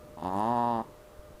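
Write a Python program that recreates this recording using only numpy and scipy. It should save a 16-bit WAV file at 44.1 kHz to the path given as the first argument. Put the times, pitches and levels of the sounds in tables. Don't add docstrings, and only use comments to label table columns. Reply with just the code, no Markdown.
import sys
import numpy as np
from scipy import signal
from scipy.fft import rfft, irfft
from scipy.io import wavfile

SR = 44100
rng = np.random.default_rng(int(sys.argv[2]) if len(sys.argv) > 2 else 0)


def wav_record(signal):
    frames = np.transpose(np.atleast_2d(signal))
    bounded = np.clip(frames, -1, 1)
    quanta = np.round(bounded * 32767).astype(np.int16)
    wavfile.write(sys.argv[1], SR, quanta)


N = 61739
GROAN_START_S, GROAN_END_S = .1736, .82

# frequency in Hz, relative level in dB.
HISS_COLOUR = [(12, -30), (28, -6.5), (60, -5), (100, -8), (135, -14), (250, -17), (340, -13), (470, -11.5),
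               (560, -13.5), (750, -18), (1000, -21), (1200, -17.5), (1600, -25.5), (2300, -30),
               (5000, -35.5), (15500, -38)]
# frequency in Hz, base level in dB.
HUM_PARTIALS = [(484.5, -71), (602.6, -56.5), (1203, -76)]
# time in seconds, gain in dB.
HUM_FADE = [(.15, 3), (.9, -.5)]
# time in seconds, gain in dB.
RUSTLE_ENVELOPE = [(0, -5), (.045, 4.5), (.10, 0), (.2, -1.5), (.80, 3), (.92, 2), (1.0, -15), (1.12, -18),
                   (1.28, -9), (1.315, -1.5), (1.39, -9)]
# frequency in Hz, relative level in dB.
RUSTLE_COLOUR = [(30, -9.5), (90, 2.5), (180, -4), (300, -4.5), (480, -3.5), (800, -27.5), (2000, -43),
                 (15000, -53)]
# time in seconds, pitch in Hz.
FOLD_PITCH = [(0.17, 91.02), (0.195, 71.26), (0.255, 91.71), (0.3, 92.33), (0.37, 99.2), (0.41, 106.43),
              (0.445, 110.55), (0.465, 114.98), (0.53, 122.34), (0.565, 119.19), (0.7, 119.09),
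              (0.785, 112.34), (0.82, 113.3)]
# time in seconds, rms jitter as a share of a cycle.
FOLD_JITTER = [(.2, 0.0051), (.42, 0.006), (.55, 0.0041), (.70, 0.0024), (.8, 0.0073)]
# time in seconds, sharp closure gain in dB, soft airflow gain in dB.
EFFORT = [(.174, -11.5, -14), (.213, -16, -15.5), (.226, -2, -3.5), (.237, -16, -2.5), (.252, 1.5, -2.5),
          (.28, -1, 0), (.315, -2, -4.5), (.365, 0, 2), (.40, 2.5, -1.5), (.44, 3, -2.5), (.51, 2, -0.5),
          (.565, 3, -3), (.70, 1.5, -2.5), (.80, 0.5, -4), (.82, -4.5, -6)]
# frequency in Hz, relative level in dB.
THROAT_COLOUR = [(40, -37), (118, -22.5), (238, -15.5), (290, -15), (357, -13.5), (477, -20), (595, -11),
                 (714, -6.5), (834, -2.5), (960, -2.5), (1072, -6), (1190, -15.5), (1310, -20), (1430, -27),
                 (1560, -24), (1790, -21), (2300, -42), (3000, -47), (6000, -62), (16000, -64)]
# time in seconds, relative level in dB.
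EDGE_ENVELOPE = [(.174, -7), (.205, -1.5), (.255, 5.5), (.29, 4.5), (.308, -17), (.335, -7), (.40, 6),
                 (.46, 5.5), (.525, 1), (.57, 4), (.77, 4.5), (.82, -11)]
# frequency in Hz, relative level in dB.
EDGE_COLOUR = [(1200, -36), (2350, -21), (2650, 4), (2900, 3.5), (3250, -1), (3720, 4.5), (4200, -8.5),
               (4750, -2), (5300, -11), (5900, -32), (16000, -55)]
# time in seconds, relative level in dB.
TICK_ENVELOPE = [(.18, -17), (.25, -4), (.30, -7), (.335, 0), (.395, 1), (.44, -3), (.52, -9), (.57, -6),
                 (.66, -11), (.77, -12), (.82, -18)]
# frequency in Hz, relative level in dB.
TICK_COLOUR = [(2000, -8.5), (5900, -13.5), (6550, -3), (7400, -6), (7950, -12), (8700, -7.5), (9450, 0),
               (11100, -14), (11800, -7.5), (12600, -17), (13600, -10), (15500, -31)]
# frequency in Hz, relative level in dB.
RASP_COLOUR = [(200, -7.5), (700, -2), (1050, 4.5), (1400, -6), (1850, -14.5), (2350, -19), (2900, -23),
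               (3700, -17.5), (5000, -21), (6000, -31.5), (15000, -36)]
# frequency in Hz, seconds to fall by 60 dB.
ROOM_DECAY = [(150, 0.23), (700, 0.17), (1100, .33), (4000, 0.43), (12000, 0.053)]
# centre in seconds, peak level in dB, half-width in seconds.
BUMPS = [(1.195, -38, 0.0037), (1.307, -47, .0012), (1.35, -48.5, 0.0077)]


def amp(db):
    return 10 ** (np.asarray(db) / 20)


def unit(x):
    return x / np.sqrt(np.mean(x ** 2) + 1e-20)


def curve(table, column=1):
    rows = np.array(table)
    return np.interp(np.arange(N) / SR, rows[:, 0], rows[:, column])


def spectrum(table, hz):
    f, value = np.transpose(table)
    return np.interp(np.log(hz + 1), np.log(f), value)


def wander(rate_hz):
    hz = np.fft.rfftfreq(N, 1 / SR)
    return unit(irfft(rfft(rng.standard_normal(N)) * np.exp(-(hz / rate_hz) ** 2), N))


def colour(x, table, size=4096):
    log_gain = np.log(amp(spectrum(table, abs(np.fft.fftfreq(size, 1 / SR)))))
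    ring = np.fft.ifft(np.exp(np.conj(signal.hilbert(log_gain)))).real
    return signal.fftconvolve(x, ring[:size // 2])[:N]


def hiss(level_db=-54):
    eq = amp(spectrum(HISS_COLOUR, np.fft.rfftfreq(N, 1 / SR)))
    return amp(level_db) * unit(irfft(rfft(rng.standard_normal(N)) * eq, N))


def hum(waver_hz=1.2, flutter_db=1.0):
    tones = np.zeros(N)
    for hz, db in HUM_PARTIALS:
        gain = amp(db + flutter_db * wander(5.1))
        phase = 2 * np.pi * np.cumsum(hz + waver_hz * wander(8.9)) / SR
        tones += gain * unit(np.sin(phase))
    return tones * amp(curve(HUM_FADE))


def hand_rustle(base_db=-55.5):
    friction = unit(colour(rng.standard_normal(N), RUSTLE_COLOUR))
    return amp(base_db + curve(RUSTLE_ENVELOPE)) * friction


def fold_closures(shimmer_db=.25):
    t, pitch = np.arange(N) / SR, curve(FOLD_PITCH)
    cycles = np.cumsum(pitch) / SR
    cycles -= np.interp(GROAN_START_S, t, cycles)
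    cycles += curve(FOLD_JITTER) * wander(62)
    offset = (cycles - np.round(cycles)) / pitch * SR
    pulses = np.sinc(offset * .8) * np.exp(-(offset / 12) ** 2)
    gate = (cycles > -.5) * (t < GROAN_END_S)
    return pulses * gate * amp(shimmer_db * wander(60))


def groan(pulses, body_db=-33, edge_db=-62.5, open_s=.00428, crossover_hz=390):
    until_shut = np.minimum(np.arange(SR // 100)[::-1] / (open_s * SR), 1)
    flow_slope = np.diff(until_shut * (1 - until_shut) ** 2, prepend=0)
    puffs = signal.fftconvolve(pulses, flow_slope)[len(flow_slope) - 1:][:N]
    soft = irfft(rfft(puffs) / (1 + (np.fft.rfftfreq(N, 1 / SR) / crossover_hz) ** 4), N)
    sharp = puffs - soft
    drive = sharp * amp(curve(EFFORT, column=1)) + soft * amp(curve(EFFORT, column=2))
    body = colour(drive, THROAT_COLOUR)
    edge = colour(pulses * amp(curve(EDGE_ENVELOPE)), EDGE_COLOUR)
    return amp(body_db) * unit(body) + amp(edge_db) * unit(edge)


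def moist_ticks(pulses, level_db=-67.5, length_s=.0015, spread_db=.7):
    decay = np.linspace(1, 0, round(length_s * SR)) ** .5
    bursts = np.convolve(pulses, decay)[:N]
    gain = amp(curve(TICK_ENVELOPE) + spread_db * wander(75))
    return amp(level_db) * unit(colour(bursts * gain * rng.standard_normal(N), TICK_COLOUR))


def throat_rasp(level_db=-55.5, release_s=.013):
    t = np.arange(N) / SR
    gate = (t > GROAN_START_S) * np.exp(-np.maximum(t - GROAN_END_S, 0) / release_s)
    breath = rng.standard_normal(N) * gate * amp(curve(EFFORT, column=2))
    return amp(level_db) * unit(colour(breath, RASP_COLOUR))


def room(x, send_db=-16, size=256):
    hz, t, noise = signal.stft(rng.standard_normal(SR // 2), SR, nperseg=size)
    decay = amp(-60 * t / spectrum(ROOM_DECAY, hz)[:, None])
    tail = signal.istft(noise * decay, SR, nperseg=size)[1]
    tail *= np.minimum(np.arange(len(tail)) / (.006 * SR), 1) ** 2
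    return amp(send_db) * signal.fftconvolve(x, tail / np.linalg.norm(tail))[:N]


def camera_bumps():
    t = np.arange(N) / SR
    return -sum(amp(db) * np.exp(-((t - centre) / width) ** 2) for centre, db, width in BUMPS)


def scene():
    pulses = fold_closures()
    dog = groan(pulses) + moist_ticks(pulses) + throat_rasp()
    return (dog + room(dog) + hiss() + hum() + camera_bumps() + hand_rustle())[None]


def record(dry):
    taps = signal.firwin(511, 15550, window=("kaiser", 9), fs=SR)
    return signal.oaconvolve(dry, taps[None], "same")


dry = scene()
out = record(dry)
wav_record(out)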